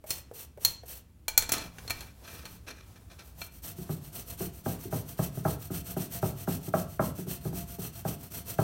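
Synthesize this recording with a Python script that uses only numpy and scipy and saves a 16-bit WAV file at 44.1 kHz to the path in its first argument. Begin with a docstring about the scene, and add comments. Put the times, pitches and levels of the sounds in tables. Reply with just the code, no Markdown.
"""In a softly humming kitchen, ginger is grated on a flat steel rasp.
The rasp is first held in the air, then laid clinking across a stoneware bowl.
Each stroke snaps a dense spray of fibres on the teeth; the blade rings when it touches or slides on
the rim. Under the quick back-and-forth strokes the bowl rocks and knocks on the wooden counter."""
import sys
import numpy as np
from scipy import signal
from scipy.fft import rfft, irfft, next_fast_len
from scipy.io import wavfile
from scipy.ndimage import uniform_filter1d

SR = 44100
rng = np.random.default_rng(int(sys.argv[2]) if len(sys.argv) > 2 else 0)


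def dump(signal):
    """Clip the signal to [-1, 1] and save it as 16-bit WAV at the path in sys.argv[1]."""
    limited = np.clip(np.atleast_2d(signal).T, -1, 1)
    pcm = np.round(limited * 32767).astype(np.int16)
    wavfile.write(sys.argv[1], SR, pcm)


N = 380564
T = np.arange(N) / SR
RING_T = T[:SR // 2]  # half a second for a sound to die away

# A colour lists how strong each frequency is. A mode is one tone that a struck object rings with.
# t60 is the time a sound takes to fade by 60 dB, before any extra damping.
# colour of the kitchen's hum: f/Hz, level/dB
HUM_COLOUR = [(20, -29.5), (30, -20.5), (42, -35.5), (55, -4), (75, -6.5), (133, -19), (255, -24.5),
              (450, -34), (690, -41), (1280, -44), (5000, -52), (15800, -50)]
# echo from the walls: f/Hz, level/dB, t60/s
WALL_BANDS = [(61, 7.5, 0.58), (507, 2, 0.34), (2000, -2, 0.42), (5050, -4, 0.34), (10160, -5, 0.22),
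              (16000, -6.5, 0.15)]
# rumble of the hand on the blade: t/s, level/dB
GRIP_LEVELS = [(1.36, -87), (1.42, -55.5), (1.65, -52.5), (2.0, -57), (2.6, -61.5), (3.501, -61.5),
               (3.8, -61)]
# colour of that rumble: f/Hz, level/dB
GRIP_COLOUR = [(30, -27), (75, -6), (160, -1), (300, -19), (700, -13.5), (2000, -24.5)]
# colour of the root's dull touch: f/Hz, level/dB
PAT_COLOUR = [(200, -32.5), (450, 6.5), (750, 1.5), (1200, -23.5), (2200, -17.5), (4000, -69)]
# colour of the counter's rumble under the strokes: f/Hz, level/dB
DRAG_COLOUR = [(30, -25), (70, 0), (170, 3), (300, -7.5), (420, -9), (550, -52), (1300, -15.5),
               (3000, -40)]

# the bowl rocks back onto the counter: t/s, strength/dB
KNOCKS = [(3.781, -36), (3.891, -23.5), (4.404, -26), (4.659, -19.5), (4.852, -37), (4.924, -19.5),
          (5.189, -19), (5.371, -29), (5.45, -14.5), (5.701, -28.5), (5.964, -23), (6.227, -17),
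          (6.474, -19.5), (6.676, -29.5), (6.737, -15), (6.993, -13.5), (7.185, -31.5), (7.267, -30.5),
          (7.451, -24.5), (7.526, -27.5), (7.783, -31), (8.049, -21), (8.586, -14)]
# ring of the wooden counter: f/Hz, level/dB, t60/s
COUNTER_MODES = [(99, -10, .4), (145, -3, .42), (182, -11, .3), (203, -11, .25), (286, -10, .32),
                 (382, -10, .3), (467, -12, .2), (562, -9, .14), (625, -5, .18), (682, -6, .16),
                 (765, -8, .16), (803, -8, .18), (905, -17, .18), (1075, -14, .15), (1254, -8, .14),
                 (1295, -8, .15), (1365, -10, .13), (1605, -13, .12)]
# short swings of the bowl on its foot: f/Hz, level/dB, t60/s
CLOP_MODES = [(142, -3, .13), (190, -7, .11), (375, -7, .045), (635, 1.5, .055), (790, -4, .06),
              (1310, -5, .04), (1650, -8, .03)]
# noisy thud of the counter: f/Hz, level/dB, t60/s
THUD_BANDS = [(35, -30, 0.37), (67, -1.5, 0.45), (161, 1.5, 0.29), (208, -1.5, 0.24), (340, -8.5, 0.21),
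              (463, -8.5, 0.35), (600, -12, 0.3), (960, -10, 0.2), (1190, -6.5, 0.11), (1720, -13, 0.052),
              (2390, -17, .12), (5000, -46, 0.12)]
# softer landings lose highs faster than lows: f/Hz, loss/(dB per dB of strength)
SOFTENING = [(150, 0.58), (350, 0.38), (620, 1.6), (1400, 1.68)]

# ring of the steel blade: f/Hz, level/dB, t60/s
BLADE_MODES = [(875, -17, .09), (3280, -19, .06), (4245, 0.5, .062), (4468, -17, .08), (5690, -11, .035),
               (5915, -10, .04), (6535, -13, .055), (6800, -15, .04), (7180, -12, .04), (7480, -5, .035),
               (8070, -13, .035), (8460, -12, .04), (11320, -2, .025), (12115, -2, .025), (12340, -1, .025),
               (12710, -9, .02), (13420, -7, .02)]
# ring of the stoneware bowl: f/Hz, level/dB, t60/s
BOWL_MODES = [(705, -8, .05), (1260, -10, .04), (1385, -6, .04), (1485, -4, .045), (1830, -10, .04),
              (2338, 0, .055), (2660, -7, .045), (3203, -13, .045), (3630, -13, .04)]
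# the blade slides along the rim: t/s, length/s, level/dB
SLIDES = [(1.39, 0.088, -52), (1.48, 0.21, -42), (1.88, 0.25, -52.5), (2.23, 0.28, -50.5),
          (2.46, 0.14, -59.5), (2.665, 0.076, -45), (2.76, 0.091, -54.5), (2.955, 0.036, -57.5),
          (3.098, 0.059, -52.5), (3.183, 0.053, -51.5)]
# colour of steel scraping the rim: f/Hz, level/dB
RIM_COLOUR = [(100, -9.5), (300, 6.5), (600, 0), (1300, 3), (2400, -0.5), (3500, -4.5), (5000, -4),
              (5850, 0.5), (7000, -10), (12500, -10), (16000, -23.5)]
# taps on the blade, by the hand and later on the rim: t/s, level/dB, blade share/dB, bowl share/dB
CLINKS = [(0.1055, -12.5, -19, -57), (.649, -8.5, -8.5, -29.5), (1.2815, -15.5, -11, -18.5),
          (1.3768, -5.5, -9, -22.5), (1.423, -20.5, -25, -17), (1.492, -25, -6.5, -12),
          (1.5197, -8, -20.5, -25.5), (1.537, -17, -21, -30), (1.581, -36, 1, -31),
          (1.784, -33.5, -28, -15), (1.878, -30.5, -14, -36), (1.898, -23, -21, -24),
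          (1.905, -20, -11.5, -8.5), (2.007, -33.5, -11, -24), (2.4538, -32, -11.5, -15),
          (3.4163, -30.5, -13.5, -4)]
# colour of the crack that starts a tap: f/Hz, level/dB
CRACK_COLOUR = [(150, 3.5), (700, -4), (2500, -2.5), (3400, -1.5), (4900, -4.5), (5800, 4), (8200, -3.5),
                (10200, 1), (12200, -9.5), (14000, -5), (16000, 3)]

# the root is set down for single strokes: t/s, length/s, level/dB
SINGLE_STROKES = [(0.0409, 0.18, -43), (0.3133, .15, -46.5), (0.575, 0.19, -45), (0.8339, 0.18, -46.5),
                  (1.85, 0.26, -59), (2.22, 0.26, -54.5), (2.44, 0.15, -56), (3.21, 0.1, -60.5)]
# steady grating, just under four cycles a second: t/s, count/cycles
PACE = [(3.366, 0), (4.366, 4), (5.699, 9), (6.72, 13), (7.259, 15), (8.297, 19), (8.84, 21)]
# how hard the root is pushed over the teeth: t/s, level/dB
PRESSURE = [(3.37, -50), (3.62, -44.5), (3.87, -48.5), (4.15, -43.5), (5.2, -41.5), (6.4, -41.5),
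            (7.0, -43), (8.5, -42)]
# ring of the toothed face with the root pressed on it: f/Hz, level/dB, t60/s
TEETH_MODES = [(2630, -8, .022), (3130, -6, .014), (4280, -9, .03), (5930, -1, .009), (8150, -1, .008),
               (9450, 1, .005), (13000, 8, .002)]
# colour of tearing fibres: f/Hz, level/dB
FIBRE_COLOUR = [(150, -23), (500, -1.5), (1000, -8.5), (2000, -10.5), (3300, -9.5), (4900, -10.5),
                (5900, -5.5), (7000, -9.5), (8800, -2), (10300, -9), (12300, 0), (13500, -0.5), (16000, -3)]


def undb(db):
    """Turn decibels into a factor to multiply by."""
    return 10 ** (np.asarray(db) / 20)


def unit(x):
    """Scale x to an average strength (rms) of 1."""
    return x / np.sqrt(np.mean(x ** 2))


def shape(x, gain):
    """Filter x: multiply each frequency by gain(hz)."""
    size = next_fast_len(len(x) + 4096)
    hz = np.maximum(np.arange(size // 2 + 1) * SR / size, 1)
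    return irfft(rfft(x, size) * gain(hz), size)[:len(x)]


def colour(x, points):
    """Filter x with a colour table, then scale it to strength 1."""
    f, db = np.transpose(points)
    return unit(shape(x, lambda hz: undb(np.interp(np.log(hz), np.log(f), db))))


def noise(points, size=len(RING_T)):
    """Noise of the given colour, at strength 1."""
    return colour(rng.standard_normal(size), points)


def fade(t60):
    """A curve that falls by 60 dB in t60 seconds."""
    return np.exp(-np.log(1000) * RING_T / t60)


def tail(bands):
    """Noise in which each frequency band dies away at its own pace."""
    f, db, t60 = np.transpose(bands)
    spectrum = rfft(noise(np.transpose([f, db])))
    log_hz = np.log(np.linspace(1, SR / 2, len(spectrum)))
    shares = [np.interp(log_hz, np.log(f), band) for band in np.eye(len(f))]
    return sum(irfft(spectrum * share, len(RING_T)) * fade(t) for share, t in zip(shares, t60))


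def ring(modes, uneven_db=0, damping=1):
    """Fading tones of a struck object; the spot hit varies their levels, and pressure damps them."""
    share_db = uneven_db * rng.standard_normal(len(modes))
    return sum((-1) ** k * undb(db + share_db[k]) * fade(t60 / damping) * np.sin(2 * np.pi * hz * RING_T)
               for k, (hz, db, t60) in enumerate(modes))


def through(x, response):
    """Let x shake something that rings; the energy stays about the same."""
    return signal.fftconvolve(x, response / np.sqrt(np.sum(response ** 2)))[:N]


def add(out, start_s, x):
    """Mix x into out at the given time."""
    i = max(int(start_s * SR), 0)
    out[i:i + len(x)] += x[:max(N - i, 0)]


def wander(rate):
    """A smooth random curve that heads for a new value rate times a second."""
    step = max(int(SR / rate), 1)
    return 2.07 * uniform_filter1d(rng.standard_normal(N)[np.arange(N) // step], step)


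def snaps(rate, spread_db):
    """Tiny random clicks, rate a second, a few much louder than the rest."""
    size = undb(spread_db * np.minimum(rng.exponential(size=N), 5))
    return unit((rng.random(N) < rate / SR) * size * rng.choice([-1, 1], N))


def rubbing(strokes, fastest, sharpness=1.56):
    """Strength of rubs over time: each speeds up until the share 'fastest' of its length, then slows."""
    out = np.zeros(N)
    skew = np.log(.5) / np.log(fastest)
    for start, length, db in strokes:
        span = (T > start) & (T < start + length)
        travel = ((T[span] - start) / length) ** skew
        out[span] += undb(db) * np.abs(np.sin(np.pi * travel)) ** sharpness
    return out


def kitchen_hum(level_db=-53, waver_db=0.68):
    """A low hum whose level wavers slightly."""
    return noise(HUM_COLOUR, N) * undb(level_db + waver_db * wander(rate=12))


def kitchen_echo(x, echo_db=-12, build_s=0.01):
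    """Add the sound that bounces off the nearby walls; the treble dies sooner."""
    build_up = 1 - np.exp(-(RING_T / build_s) ** 2)
    return x + undb(echo_db) * through(x, tail(WALL_BANDS) * build_up)


def handling(waver_db=2):
    """Low rumble while the hand sets the blade down and shifts its grip."""
    level_db = np.interp(T, *np.transpose(GRIP_LEVELS))
    return noise(GRIP_COLOUR, N) * undb(level_db + waver_db * wander(rate=19))


def root_pats(above_stroke_db=4.5, wet_db=-17):
    """The moist root lands on the blade with a dull tap and a little wet tick."""
    out = np.zeros(N)
    for start, _, db in SINGLE_STROKES:
        dull = noise(PAT_COLOUR) * fade(t60=0.068)
        tick = undb(wet_db) * noise(FIBRE_COLOUR) * fade(t60=0.08)
        add(out, start, undb(db + above_stroke_db) * (dull + tick))
    return out


def drag_rumble(speed, rests_at_s=3.33, settle_s=0.4, rumble_db=-3, air_db=-12, air_hz=690, air_t60=.25):
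    """Once the blade rests on the bowl, the tugging teeth shake the counter and the air in the bowl."""
    tug = speed * np.clip((T - rests_at_s) / settle_s, 0, 1)
    rumble = tug * noise(DRAG_COLOUR, N)
    air = through(tug * rng.standard_normal(N), ring([(air_hz, 0, air_t60)]))
    return undb(rumble_db) * rumble + undb(air_db) * air


def bowl_knocks(full_db=-13.5, lag_s=0.00486, bend_hz=600, highest_hz=1500, lowest_hz=125):
    """The bowl's foot lands on the counter: the wood rings and thuds, the bowl gives a short clop."""
    out = np.zeros(N)
    f, loss = np.transpose(SOFTENING)
    for start, db in KNOCKS:
        wood = undb(-14) * ring(COUNTER_MODES, uneven_db=2.5, damping=1.27)
        clop = undb(-7) * ring(CLOP_MODES, uneven_db=3)
        thud = undb(-10.5) * tail(THUD_BANDS)
        blow = wood - clop + thud
        # as the board bends, it carries the highs sooner than the lows
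        blow = shape(blow, lambda hz: np.exp(-2j * np.pi * lag_s * bend_hz * np.arctan(hz / bend_hz)))
        # a landing softer than full_db is duller too
        gain_db = full_db + (db - full_db) * loss
        add(out, start, shape(blow, lambda hz: undb(np.interp(np.log(hz), np.log(f), gain_db))))
    # the contact is too long for the highest tones and too brief for the lowest
    out = signal.sosfilt(signal.butter(3, highest_hz, fs=SR, output="sos"), out)
    return signal.sosfilt(signal.butter(1, lowest_hz, "high", fs=SR, output="sos"), out)


def rim_slides(scrape_db=1, blade_db=-11, bowl_db=-8, slip_db=2):
    """Steel sticks and slips on the glazed rim; blade and bowl ring, damped by touching each other."""
    push = rubbing(SLIDES, fastest=0.32, sharpness=0.98)
    grit = snaps(rate=6000, spread_db=1.5) * undb(slip_db * wander(rate=130))
    scrape = undb(scrape_db) * push * colour(grit, RIM_COLOUR)
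    blade = undb(blade_db) * through(push * grit, ring(BLADE_MODES[:8], damping=2))  # lower tones only
    bowl = undb(bowl_db) * through(push * grit, ring(BOWL_MODES, damping=1.6))
    return scrape + blade + bowl


def blade_clinks(crack_db=-9, chatter_db=-25, medium_tap_db=-17):
    """Hard taps: a crack and a brief chatter, while blade and bowl ring."""
    out = np.zeros(N)
    crack_fade = undb(crack_db) * fade(t60=0.055) + undb(chatter_db) * fade(t60=0.15)
    for start, db, blade_db, bowl_db in CLINKS:
        crack = noise(CRACK_COLOUR) * crack_fade
        steel = crack + undb(blade_db) * ring(BLADE_MODES, uneven_db=3.5, damping=0.92)
        db_per_octave = 0.2542 * (db - medium_tap_db)  # a harder tap is brighter
        steel = shape(steel, lambda hz: undb(db_per_octave * np.log2(np.clip(hz, 1500, 14000) / 7000)))
        bowl = undb(bowl_db) * ring(BOWL_MODES, uneven_db=3.5)
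        add(out, start, undb(db) * (steel + bowl))
    return out


def root_motion(wait_s=0.018, push_share=0.52, overlap_s=0.0076, return_db=-6.5):
    """How strongly the root rubs: single strokes, then cycles of a firm push and a lighter return."""
    times, cycles = np.transpose(PACE)
    turns = np.interp(np.arange(cycles[-1] + 1), cycles, times)
    start, period = turns[:-1], np.diff(turns)
    push_s = push_share * period
    db = np.interp(start, *np.transpose(PRESSURE))
    # pushes are even, returns vary a lot
    push_scatter_db, return_scatter_db = (rng.standard_normal((len(start), 2)) * [0.1, 4.3]).T
    # strokes overlap because the root still scrapes as it turns
    pushes = zip(start, push_s + overlap_s, db + push_scatter_db)
    returns = zip(start + push_s, period - push_s + overlap_s, db + return_db + return_scatter_db)
    singles = [(touch + wait_s, length, level) for touch, length, level in SINGLE_STROKES]
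    return rubbing(singles, fastest=0.37) + rubbing(pushes, fastest=0.42) + rubbing(returns, fastest=0.5)


def grating(speed, fibre_db=3.28, teeth_db=-8, blade_db=-27, catch_db=1.05):
    """Fibres catch unevenly and snap; others pluck the toothed face and, faintly, the whole blade."""
    catch = speed * undb(catch_db * wander(rate=110))
    tearing = catch * colour(snaps(rate=9200, spread_db=2), FIBRE_COLOUR)
    plucks = catch * snaps(rate=4000, spread_db=2)
    teeth = through(plucks, ring(TEETH_MODES))
    blade = through(plucks, ring(BLADE_MODES))
    return undb(fibre_db) * tearing + undb(teeth_db) * teeth + undb(blade_db) * blade


def scene():
    """Grating, clinks and knocks over the low hum of the kitchen, in one channel."""
    speed = root_motion()
    work = grating(speed) + drag_rumble(speed) + rim_slides() + handling()
    taps = blade_clinks() + bowl_knocks() + root_pats()
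    return (kitchen_echo(work + taps) + kitchen_hum())[None]


def record(dry, top_hz=15900):
    """The microphone cuts off the highest treble steeply."""
    return signal.sosfilt(signal.ellip(10, .2, 80, top_hz, fs=SR, output="sos"), dry)


dry = scene()
out = record(dry)
dump(out)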